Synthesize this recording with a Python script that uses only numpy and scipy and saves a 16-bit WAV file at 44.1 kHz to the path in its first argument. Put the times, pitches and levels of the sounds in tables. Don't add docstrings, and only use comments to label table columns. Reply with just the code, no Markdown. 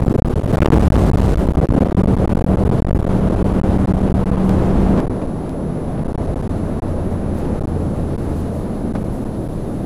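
import sys
import numpy as np
from scipy import signal
from scipy.fft import rfft, irfft
from scipy.io import wavfile
from scipy.ndimage import uniform_filter1d

SR = 44100
rng = np.random.default_rng(int(sys.argv[2]) if len(sys.argv) > 2 else 0)


def to_linear_factor(level_db):
    exponent = np.asarray(level_db, float) / 20
    return 10 ** exponent


def master(y):
    cut = np.clip(np.atleast_2d(y).T, -1, 1)
    pcm = np.round(cut * 32767)
    wavfile.write(sys.argv[1], SR, pcm.astype(np.int16))


N = 434385
TIME = np.arange(N) / SR
HZ = np.maximum(np.fft.rfftfreq(N, 1 / SR), 1)
FAST_ENDS_S, CALM_STARTS_S = 5.005, 4.494
RAIL, LOW_CUT_HZ = 1.0, 213


def in_time(rows):
    s, *columns = np.transpose(rows)
    return [np.interp(TIME, s, column) for column in columns]


def drift(rate_hz):
    r = np.exp(-80 * np.pi * rate_hz / SR)
    noise = rng.standard_normal(N // 40 + 2002)
    slow = signal.lfilter([1], [1, -2 * r, r * r], noise)[2000:]
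    return np.interp(np.arange(N) / 40, np.arange(len(slow)), slow / slow.std())


def before_low_cut(hz):
    return np.sqrt(1 + (LOW_CUT_HZ / hz) ** 2)


ZONE_EDGES_HZ = [20, 80, 600, 2500, 9500]
# frequency in Hz, density in dB per Hz.
COLOUR_FAST = [(8, -11), (25, -1.5), (80, -2), (250, -11.5), (600, -15), (1200, -26), (2300, -37.5),
               (3300, -38.5), (3750, -39.5), (5200, -45), (9000, -46.5), (10500, -48.5), (11500, -58),
               (14500, -52)]
COLOUR_CALM = [(7, -14.5), (18, 2), (55, -5), (130, -6), (188, -3.5), (260, -7), (600, -12), (1200, -23.5),
               (2300, -36), (3300, -40), (3750, -38), (5200, -44), (9000, -47.5), (14500, -60)]


def wind(levels_db, colour, gust_db, patchy_db):
    colour_hz, colour_db = np.transpose(colour)
    shape = to_linear_factor(np.interp(np.log(HZ), np.log(colour_hz), colour_db))
    edges = np.array(ZONE_EDGES_HZ)
    inside = [(HZ >= low) & (HZ < high) for low, high in zip(edges, edges[1:])]
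    zone_rms = [np.sqrt(2 / N * np.sum(shape[zone] ** 2)) for zone in inside]
    lift_db = levels_db - 20 * np.log10(zone_rms)[:, None]
    zone_octaves = np.log2(edges[:-1] * edges[1:]) / 2
    noise = rfft(rng.standard_normal(N)) * shape * before_low_cut(HZ)
    gust = drift(13.4)
    air = 0
    for octave in np.arange(3., 15.):
        window = np.cos(np.pi / 2 * np.clip(np.log2(HZ) - octave, -1, 1)) ** 2
        share = [np.interp(octave, zone_octaves, one) for one in np.eye(4)]
        depth = np.clip((octave - 6.0) / 27.0, 0, 1)
        level_db = share @ lift_db + depth * gust_db * gust + patchy_db * drift(9.8)
        air = air + irfft(noise * window, N) * to_linear_factor(level_db)
    return air


# time in seconds, strength in dB.
WIND_FAST = [(0, 4), (.15, 5.5), (.3, 1.5), (.5, 1), (.61, 15.5), (.72, 17.5), (.82, 3), (1.1, 4.5),
             (1.38, -2), (1.68, 10), (2.15, 3), (2.66, 1), (3.1, 0), (3.62, 1), (4.26, -3), (4.45, -3),
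             (4.6, -5.5), (5, -2.5)]
WIND_CALM = [(5.05, 5), (5.3, -0.5), (5.7, -1.5), (6.25, 3.5), (6.65, 1), (7.1, 1.5), (7.6, 3), (8.4, 0.5),
             (9.2, -1), (9.5, -2.5), (9.85, -0.5)]
# mean in dB, share of the gust, lift in dB while the head is turned, drift in dB per s, share of the puffs.
ZONES_FAST = [
    (-18.5, -0.15, 4, 0, 0),
    (-15.5, 1, -0.3, 0.35, 0),
    (-31, 0.22, 5, 0.63, 0.37),
    (-49.5, 0.055, 8, -0.47, 0.22),
]
ZONES_CALM = [
    (-28, 0.54, 0, -0.13, 0),
    (-21.5, 0.54, 0, .01, 0),
    (-37.5, 0.72, 0, -0.55, 0),
    (-55.5, 0.4, 0, 0.29, 0.52),
]


def zone_levels(gusts, zones):
    from_middle_s = TIME - (gusts[0][0] + gusts[-1][0]) / 2
    return np.array(zones) @ [np.ones(N), in_time(gusts)[0], head_turned(), from_middle_s, puffs_db()]


def head_turned():
    turns_s, turn_takes_s = 0.45, 0.1
    back_s, back_takes_s = 1.337, 0.14
    return np.clip(np.minimum((TIME - turns_s) / turn_takes_s, 1 - (TIME - back_s) / back_takes_s), 0, 1)


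# middle in seconds, lift in dB, half length in s, share that reaches the sizzle.
PUFFS = [
    (2.34, 13, 0.13, .2),
    (3.15, -1, .15, 1),
    (6.45, 6.5, .35, .1),
    (7.39, 7.5, .05, 1.6),
    (7.6, 3, .2, .3),
    (8.4, 7, .4, .3),
    (9.1, 1, .2, 2),
    (9.57, 0, 0.13, 1.5),
]


def puffs_db(fine=False):
    return sum(db * share ** fine * np.maximum(1 - abs(TIME - s) / half_s, 0) for s, db, half_s, share in PUFFS)


# mean in dB, lift in dB while the head is turned, drift in dB per s.
SIZZLE_FAST = (-56, 3.6, -2)
SIZZLE_CALM = (-61, 0, 1.7)


def sizzle(low_hz, level, middle_s):
    mean_db, turn_db, db_per_s = level
    high_pass = signal.butter(2, low_hz, "high", fs=SR, output="sos")
    hiss = signal.sosfilt(high_pass, rng.standard_normal(N))
    level_db = mean_db + turn_db * head_turned() + db_per_s * (TIME - middle_s)
    level_db = level_db + puffs_db(fine=True) + 2.2 * drift(22.0)
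    return to_linear_factor(level_db) * hiss / hiss.std()


# start in seconds, hold in ms with the sign
# of the rail, rebound after ms, its hold in ms.
REBOUNDS = [(.0073, 10.3, 43.1, 8.4), (.1317, -9.3, 32.7, 12.9), (.1995, -21.5, 23.4, 24.4),
            (.3391, -16.9, 47, 7.1), (.4224, 9.7, 43.7, 9.1), (.5575, 12.8, 31.5, 13.9),
            (.6059, 10.6, 26.1, 12), (.6632, 11.6, 21.7, 18.2), (.7044, 13.1, 80.4, 9.1),
            (.8818, -19.4, 22.4, 16), (1.1015, 12.1, 14.7, 16.4), (1.1586, 12.6, 30.6, 6.6),
            (1.3449, -10.6, 16.1, 11.4), (1.5213, -13.6, 36.7, 12.8), (1.6012, -11.6, 58.4, 9.5),
            (1.6925, -10.6, 62.3, 7.8), (1.7909, -11.8, 45.5, 10.2), (1.876, -9.2, 23.7, 9.5),
            (1.9262, 20, 24.3, 17.6), (2.021, -12.6, 26.2, 9.8), (2.0592, -14, 94.6, 12.8),
            (2.2576, -17.7, 21.7, 13.8), (2.3333, 15.7, 22.4, 13), (2.3799, 8.8, 15.6, 12.6),
            (2.4251, 15.5, 21.7, 17), (2.638, -12.7, 41.8, 11.4), (2.7011, -12.4, 101, 17.2),
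            (2.827, -20, 23.4, 14.6), (2.8736, -10.3, 23.1, 10.6), (2.911, -17.9, 20.5, 16.1)]
# start in seconds, hold in
# ms with the sign of the rail.
LONE = [(.6494, -8.4), (.6758, 7.4), (1.6707, 17), (2.9783, 10.5), (3.0513, 13.8), (3.0806, -9.7),
        (3.4278, -15.2), (3.6, -13.4), (3.6168, 13), (3.8582, -13.5), (3.9241, 13), (4.1244, -16.3),
        (4.2431, -13.9), (4.3057, -8.4), (5.0585, 7.5), (5.0813, -15.3), (6.0373, -9), (6.1329, 9.3),
        (6.1595, -17.5), (6.3427, -14.5), (6.4162, -7.4), (6.4763, -16.4), (6.7991, -21.2), (7.5964, -10.3),
        (7.6255, 9.8), (7.6581, -13.4), (8.1639, -13), (8.9254, -10.7), (9.2419, -8), (9.4784, -7.9)]
# time in seconds, touches per s.
TOUCHES = [(0, 40), (.5, 50), (.7, 110), (1.1, 90), (1.25, 60), (1.9, 55), (2.1, 20), (2.5, 8), (3.2, 25),
           (4.3, 22), (4.5, 2), (6, 1), (6.35, 22), (6.6, 1), (9.85, 1)]


def pinnings(pressure, from_s, to_s):
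    slot_s, clear_s = .008, .002
    shortest_ms, longest_ms, turned_shortens = 1.2, 9, .7
    first = [(s, ms) for s, ms, _, _ in REBOUNDS]
    second = [(s + after / 1000, -np.sign(ms) * back) for s, ms, after, back in REBOUNDS]
    big = LONE + first + second
    big_s, big_ms = np.transpose(big)
    chance, jitter, length = rng.random((int(N / SR / slot_s) - 1, 3)).T
    s = (np.arange(len(chance)) + jitter / 4) * slot_s
    at = (s * SR).astype(int)
    turned = head_turned()[at]
    ms = shortest_ms + (longest_ms - shortest_ms) * length ** 1.5 * (1 - turned_shortens * turned)
    ends_late = s[:, None] + ms[:, None] / 1000 + clear_s > big_s
    starts_early = s[:, None] < big_s + abs(big_ms) / 1000 + clear_s
    clash = (ends_late & starts_early).any(axis=1)
    keep = (chance < np.interp(s, *np.transpose(TOUCHES)) * slot_s) & ~clash
    lean = np.sign(uniform_filter1d(pressure, size=161)[at])
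    lean = np.where(turned > .5, (-1) ** np.cumsum(keep), lean)
    touches = list(zip(s[keep], (lean * ms)[keep]))
    return sorted(pin for pin in big + touches if from_s <= pin[0] < to_s)


def amplifier(pressure, pinned, relax_s):
    start_s, signed_ms = np.transpose(pinned)
    rail = RAIL * np.sign(signed_ms)
    enter = (start_s * SR).astype(int)
    hold = (abs(signed_ms) * SR / 1000).astype(int)
    leave = np.minimum(enter + hold, np.append(enter[1:] - 45, N - 1))
    n = np.arange(N)
    gap = np.searchsorted(enter, n, "right")
    since = (n - np.append(-SR, leave)[gap]) / SR / relax_s
    until = (np.append(enter, N + SR)[gap] - n) / SR / relax_s
    from_rail = np.append(0, rail - pressure[leave])[gap]
    to_rail = np.append(rail - pressure[enter], 0)[gap]
    free = np.maximum(since, 0)
    leaving = from_rail * np.exp(-free) * (1 - np.exp(-2 * until))
    arriving = to_rail * np.exp(-until) * (1 - np.exp(-2 * free))
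    pull = (leaving + arriving) / (1 - np.exp(-2 * (free + until)))
    held = np.append(0, rail)[gap]
    swing = np.where(since < 0, held, pressure + pull)
    swing = turn_back(swing, reach=1 - np.exp(-3.0 * np.minimum(free, until)))
    return np.where(since < 0, held, np.clip(swing, -RAIL, RAIL))


def turn_back(pressure, reach):
    slow = uniform_filter1d(pressure, size=161)
    limit = 0.875 * RAIL
    return pressure - reach * (slow - np.clip(slow, -limit, limit)) * 1.18


def low_cut(x):
    r = np.exp(-2 * np.pi * LOW_CUT_HZ / SR)
    return signal.lfilter([1, -1], [1, -r], x - x[0])


# time in seconds, firing cycles per s, load in dB.
ENGINE_FAST = [(0, 37.8, -13), (.9, 37.9, -10), (1.25, 38.2, 0), (1.8, 38, -3), (2.2, 37.8, 0),
               (2.9, 37.8, -1), (3.4, 37.8, .5), (4.3, 37.9, 1), (5, 38, 0)]
ENGINE_CALM = [(4.5, 32.6, -16), (5.3, 31.7, -16), (5.9, 31, -16), (6.2, 30.4, -6), (6.4, 30.1, 1),
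               (7.3, 29, 0), (8.3, 27.8, -1), (8.6, 27.5, -3), (8.7, 40, -18), (8.95, 43, -15),
               (9.3, 41.2, -15), (9.85, 39.3, -15)]
ORDERS_HEARD = [3, 5, 8]
# level in dB at full load, share of the load.
ORDERS_FAST = [(-31, .1), (-17.5, 1), (-43, 0)]
ORDERS_CALM = [(-25.5, 1), (-35.5, -.22), (-42, -.2)]


def engine(rows, orders):
    cycle_hz, load_db = in_time(rows)
    turns = np.cumsum(cycle_hz * (1 + .002 * drift(6.0))) / SR
    hum = 0
    for k, (db, share) in zip(ORDERS_HEARD, orders):
        level_db = db + share * load_db + 1.0 * drift(6.2)
        hum = hum + np.sqrt(2) * to_linear_factor(level_db) * before_low_cut(k * cycle_hz) * np.sin(2 * np.pi * k * turns)
    return hum


# start in
# seconds, level in dB, decay in s.
KNOCKS = [(.617, 2, .014), (.6578, 6, .008), (.716, -6, .05), (.954, -6, .012), (4.975, -16, .03),
          (5.215, -18, .02), (7.448, -20, .02), (8.875, -27, .008), (8.951, -12, .014), (9.01, -23, .01)]


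def knocks(dull):
    shake = sum(to_linear_factor(db) * (TIME > s) * np.exp(-np.maximum(TIME - s, 0) / decay_s) for s, db, decay_s in KNOCKS)
    rattle = signal.lfilter([1], [1, -2 * dull, dull ** 2], rng.standard_normal(N))
    return uniform_filter1d(shake, size=130) * rattle / rattle.std()


def whine(phase):
    whine_hz, whine_db = 10519.5, -56
    field_hz, first_blank_s, blank_s = 59.94, .0122, .0016
    since = (TIME - first_blank_s) % (1 / field_hz)
    running = uniform_filter1d(1. * (since > blank_s), size=15)
    return np.sqrt(2) * to_linear_factor(whine_db) * running * np.sin(2 * np.pi * whine_hz * TIME + phase)


# time in seconds, height in full scale.
SPLICES = [
    (4.4942, 0.25),
    (5.003, -0.14),
    (5.4944, 0.092),
]


def splices():
    return low_cut(sum(height * (TIME > s) for s, height in SPLICES))


def camera_top(x):
    def below(hz):
        return signal.sosfiltfilt(signal.cheby2(8, 35, hz, fs=SR, output="sos"), x)

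    faint, narrow, wide = below(14350), below(15050), below(15800)
    out = faint
    for band, opens_db in ((narrow - faint, -81 + 6 * drift(7)), (wide - narrow, -66.5)):
        loud = uniform_filter1d(band ** 2, size=2000) > to_linear_factor(2 * opens_db)
        out = out + band * uniform_filter1d(1. * loud, size=300)
    return out


def scene():
    fast_air = wind(zone_levels(WIND_FAST, ZONES_FAST), COLOUR_FAST, gust_db=2.0, patchy_db=1.0)
    calm_air = wind(zone_levels(WIND_CALM, ZONES_CALM), COLOUR_CALM, gust_db=1.5, patchy_db=.7)
    bumps = knocks(dull=.955)
    fast = fast_air + sizzle(6000, SIZZLE_FAST, FAST_ENDS_S / 2)
    fast = fast + engine(ENGINE_FAST, ORDERS_FAST) + whine(0) + bumps
    calm = calm_air + sizzle(5800, SIZZLE_CALM, 6.8)
    calm = calm + engine(ENGINE_CALM, ORDERS_CALM) + whine(2.46) + bumps
    fast = low_cut(amplifier(fast, pinnings(fast, 0, FAST_ENDS_S), relax_s=0.0052))
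    calm = low_cut(amplifier(calm, pinnings(calm, CALM_STARTS_S, N / SR), relax_s=0.008))
    fast_on = np.clip((FAST_ENDS_S - TIME) / .001, 0, 1)
    calm_on = np.clip((TIME - CALM_STARTS_S) / .001, 0, 1)
    mono = fast * fast_on + calm * calm_on + splices()
    return np.array([mono, mono])


def low_pass(x):
    return signal.sosfilt(signal.butter(12, 15560, fs=SR, output="sos"), x)


def record(dry):
    mono = camera_top(np.clip(dry[0], -1, 1))
    white = rng.standard_normal((3, N))
    grit = signal.lfilter([.03], [1, -.97], white[0]) * 4.7
    grit = grit + signal.lfilter([.12], [1, -.88], white[1])
    grit = grit + 0.28 * uniform_filter1d(white[2], size=2)
    loudness = uniform_filter1d(abs(mono), size=50)
    side = to_linear_factor(-43) * loudness * 3.7 * grit * (drift(9.0) > 0)
    return low_pass(np.clip(mono + side * [[1], [-1]], -1, 1))


dry = scene()
out = record(dry)
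master(out)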